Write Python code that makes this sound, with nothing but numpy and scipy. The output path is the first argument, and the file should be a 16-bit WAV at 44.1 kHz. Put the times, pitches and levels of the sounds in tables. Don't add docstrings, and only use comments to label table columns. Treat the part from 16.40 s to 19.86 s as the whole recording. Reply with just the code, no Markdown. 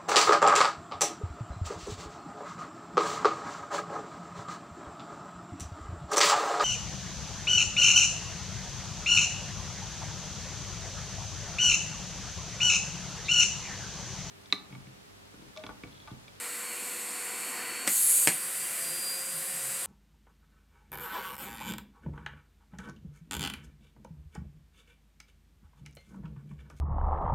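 import sys
import numpy as np
from scipy import signal
from scipy.fft import rfft, irfft
from scipy.io import wavfile
from scipy.ndimage import uniform_filter1d

SR = 44100
rng = np.random.default_rng(int(sys.argv[2]) if len(sys.argv) > 2 else 0)


def undo_db(level):
    steps = np.asarray(level, float) / 20
    return 10 ** steps


def output_pcm(signal):
    pcm = np.clip(np.atleast_2d(signal).T, -1, 1) * 32767
    wavfile.write(sys.argv[1], SR, np.round(pcm).astype(np.int16))


N = 152586
T = np.arange(N) / SR
SEAM_HZ = 3300


def level(x, db):
    return x * undo_db(db) / np.sqrt(np.mean(x ** 2))


def walk(rate_hz):
    hold = int(SR / rate_hz)
    steps = np.repeat(rng.standard_normal(N // hold + 1), hold)
    smooth = uniform_filter1d(uniform_filter1d(steps, hold), hold)
    return 1.3 * smooth[:N]


def curve(table, column):
    rows = np.array(table)
    return np.interp(T, rows[:, 0], rows[:, column])


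def air(colour, low_hz, high_hz, flicker_db, swell_db):
    log_hz = np.log(np.maximum(np.fft.rfftfreq(N, 1 / SR), 1))
    low, high = np.log(low_hz), np.log(high_hz)
    colour_hz, colour_db = np.array(colour).T
    spectrum = rfft(rng.standard_normal(N)) * undo_db(np.interp(log_hz, np.log(colour_hz), colour_db))
    spectrum = spectrum * (log_hz >= low) * (log_hz < high)
    out = np.zeros(N)
    step = np.log(2) / 2
    for centre in np.arange(low, high + step, step):
        window = np.clip(1 - abs(log_hz - centre) / step, 0, 1)
        out += irfft(spectrum * window, N) * undo_db(flicker_db * walk(8.95) + swell_db)
    return level(out, 0)


def band(hz, width_hz):
    radius = np.exp(-np.pi * width_hz / SR)
    poles = [1, -2 * radius * np.cos(2 * np.pi * hz / SR), radius * radius]
    return level(signal.lfilter([1, 0, -1], poles, rng.standard_normal(N)), 0)


def ring(modes, spread):
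    t = T[:SR // 3, None]
    hz, db, t60_s = np.array(modes).T
    detune, delay = rng.standard_normal((2, len(modes)))
    late = np.maximum(t - 0.00039 * abs(delay), 0)
    decay = undo_db(db) * np.exp(-np.log(1000) * late / t60_s)
    blow = (decay * np.sin(2 * np.pi * hz * (1 + spread * detune) * late)).sum(axis=1)
    return blow / abs(blow).max()


def room(x, wet_db):
    t60_s = .22
    t = T[:SR // 3]
    tail = rng.standard_normal(len(t)) * np.exp(-np.log(1000) * t / t60_s) * (t > .002)
    tail = signal.lfilter([1], [1, -.3], tail)
    tail = tail / np.sqrt(np.sum(tail ** 2))
    return x + undo_db(wet_db) * signal.fftconvolve(x, tail)[:N]


def motor():
    # time in seconds, shaft rate in Hz, shaft hum in dB.
    shaft = [(0, 489.4, -55.5), (1.47, 492.3, -55.5), (1.56, 494, -71), (1.7, 502, -56), (1.86, 511, -57),
             (1.95, 516, -60), (2.1, 522.4, -58), (2.25, 527, -60.5), (2.54, 532.2, -56.5),
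             (2.9, 534, -55.5), (3.46, 536, -56)]
    # time in seconds, first and second blade tone in dB.
    blade_tones = [(0, -55, -60), (.55, -55, -63), (.8, -54, -48), (1.05, -51, -59), (1.4, -47, -52),
                   (1.6, -52, -52), (1.9, -49, -50), (1.945, -60, -30), (1.98, -54, -55), (2.04, -51, -41),
                   (2.1, -63, -53), (2.22, -47, -51), (2.32, -64, -45), (2.45, -46.5, -58),
                   (2.68, -37.5, -57), (2.88, -49, -50), (3.1, -54, -44), (3.3, -54.5, -56)]
    blades, flicker_db = 9, 1.2
    phase = 2 * np.pi * np.cumsum(curve(shaft, 1)) / SR
    hum = undo_db(curve(shaft, 2)) * np.sin(phase)
    hum = hum + undo_db(-65.5 + 3.1 * walk(7.9)) * np.sin(2 * phase)
    mains = undo_db(-77) * np.sin(2 * np.pi * 99 * T)
    first = undo_db(curve(blade_tones, 1) + flicker_db * walk(25.14)) * np.sin(blades * phase)
    second = undo_db(curve(blade_tones, 2) + flicker_db * walk(25.2)) * np.sin(2 * blades * phase)
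    return np.sqrt(2) * (hum + mains + first + second)


def roar():
    # frequency in Hz, spectral level in dB.
    open_low = [(30, -46), (80, -39), (120, -31), (150, -17), (241, -4), (600, -11), (1000, -5), (1700, -5),
                (2300, -1.5), (2750, -6), (3300, -12.5)]
    open_high = [(3300, -11.5), (4300, -7), (6000, -12.5), (7500, 1.5), (8700, 2), (10000, -4), (13000, -6),
                 (13700, -14), (15800, -22)]
    seated_low = [(30, -45), (80, -33), (157, -7), (300, -7.5), (900, -9), (1100, -5), (1790, -2),
                  (2400, -2), (3300, -8)]
    seated_high = [(3300, -12.5), (4600, -10.5), (5600, -13.5), (6600, -9), (8200, 2.5), (9500, -1),
                   (13300, -5.5), (14300, -15), (15800, -18)]
    touch_s, choke_s, top_hz = 1.468, .032, 17000
    shut = np.clip((T - touch_s) / choke_s, 0, 1)
    near_db = 4.6 * (np.interp(T, (0.75, 1.15), (0, 1)) - .5)
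    tighten_db = .9 * (T - 2.7)
    swell_db = .5 * walk(3.23)
    free = undo_db(-42.5 + near_db) * air(open_low, 24.8, SEAM_HZ, 1.0, swell_db)
    free = free + undo_db(-39) * air(open_high, SEAM_HZ, top_hz, 1.0, swell_db)
    choked = undo_db(-45.5) * air(seated_low, 37.0, SEAM_HZ, 0.81, swell_db)
    choked = choked + undo_db(-35.5 + tighten_db) * air(seated_high, SEAM_HZ, top_hz, 1.0, swell_db)
    return np.sqrt(1 - shut) * free + np.sqrt(shut) * choked


def leak():
    # frequency in Hz, spectral level in dB.
    jet_colour = [(2500, -19), (4600, -16), (5900, -19.5), (6600, -5.5), (8400, 2), (11000, -3),
                  (13000, -3), (13600, -14), (15800, -15)]
    # time in seconds, level in dB.
    gap = [
        (1.466, -60),
        (1.472, -29),
        (1.492, -30),
        (1.53, -27),
        (1.66, -25),
        (1.85, -26),
        (1.9, -33),
        (1.96, -44),
        (2.0, -57),
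    ]
    # frequency in Hz, width in Hz, level in dB.
    whistles = [(8450, 300, -14), (8920, 220, -13), (10700, 150, -8), (11220, 240, -9), (12600, 180, -12)]
    tones = np.zeros(N)
    for hz, width_hz, db in whistles:
        tones += undo_db(db + 2.6 * walk(14.4)) * band(hz, width_hz)
    singing = np.exp(-.5 * ((T - 1.69) / .11) ** 2)
    jet = air(jet_colour, 2300, 17000, 1.24, 1.25 * walk(59.7)) + tones * singing
    return jet * undo_db(curve(gap, 1)) * (T > gap[0][0]) * (T < gap[-1][0])


def knocks():
    # time in seconds, clack peak in dB, thud peak in dB.
    blows = [
        (1.4700, -21, -36),
        (1.4758, -10.5, -37),
        (1.4795, -14, -42),
        (1.8735, -3, -27),
        (1.880, -12, -37),
        (1.887, -15, -41),
        (1.891, -22, -44),
    ]
    # frequency in Hz, level in dB, T60 in seconds.
    clack = [(1300, -8.5, 0.0076), (1850, -3, .011), (2200, -2, .009), (2700, -6, 0.0054),
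             (3400, -4.5, .006), (4200, -6.5, .005), (5100, -6, .005), (6000, -8, .007), (7020, -5, .009),
             (8200, 3, .011), (10150, -9, .007), (13230, -8, .005)]
    thud = [(160, -12, .25), (258, -12, 0.069), (360, -4, 0.1), (480, -4, .05), (600, -2, .05),
            (760, -4, 0.06), (1050, -5, .04)]
    out = np.zeros(N)
    for start_s, clack_db, thud_db in blows:
        blow = undo_db(clack_db) * ring(clack, 0.041) + undo_db(thud_db) * ring(thud, 0.021)
        start = int(start_s * SR)
        out[start:start + len(blow)] += blow
    return out


def bag():
    # time in seconds, flap rate in Hz, level in dB, pocket resonance in Hz.
    flap = [(2.15, 160, -83, 850), (2.3, 167, -58, 830), (2.38, 167.5, -56.5, 700), (2.47, 169.5, -56, 660),
            (2.58, 175.8, -57, 360), (2.68, 183.2, -61, 790), (3.2, 184.1, -61, 840),
            (3.46, 186.6, -61, 800)]
    # time in seconds, level in dB, length in seconds, frequency in Hz.
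    skin = [(2.51, -56, .045, 162), (2.72, -68, .04, 185), (2.82, -58, .02, 150), (2.97, -51.5, .03, 160),
            (3.12, -51, .025, 190), (3.16, -55, .02, 155), (3.279, -53.5, .045, 135)]
    seat_s = 2.1
    flap_hz = curve(flap, 1) * (1 + .002 * walk(15))
    pocket_hz = curve(flap, 3)
    phase = 2 * np.pi * np.cumsum(flap_hz) / SR
    buzz, booms = np.zeros(N), np.zeros(N)
    for k in range(2, 11):
        resonance = 1 / (1 + ((k * flap_hz - pocket_hz) / 70) ** 2)
        buzz += (1.2 / k + resonance) * undo_db(1.5 * walk(7.4)) * np.sin(k * phase)
    for time_s, db, length_s, hz in skin:
        pulse = np.exp(-.5 * ((T - time_s) / length_s) ** 2)
        booms += np.sqrt(2) * undo_db(db) * pulse * np.sin(2 * np.pi * hz * T)
    return buzz * undo_db(curve(flap, 2)) * (T > seat_s) + booms * undo_db(2.2 * walk(45))


def scene():
    bass_cut = signal.butter(4, 136, "high", fs=SR, output="sos")
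    blows = signal.sosfilt(bass_cut, bag() + room(knocks(), -6.5))
    flow = room(roar() + leak(), -8.5)
    rumble = undo_db(-86) * band(81.0, 66.0)
    mono = flow + motor() + blows + rumble
    return np.array([mono, mono])


def band_limit(x):
    return signal.sosfilt(signal.butter(12, 15730, fs=SR, output="sos"), x)


def record(dry):
    return band_limit(dry)


dry = scene()
out = record(dry)
output_pcm(out)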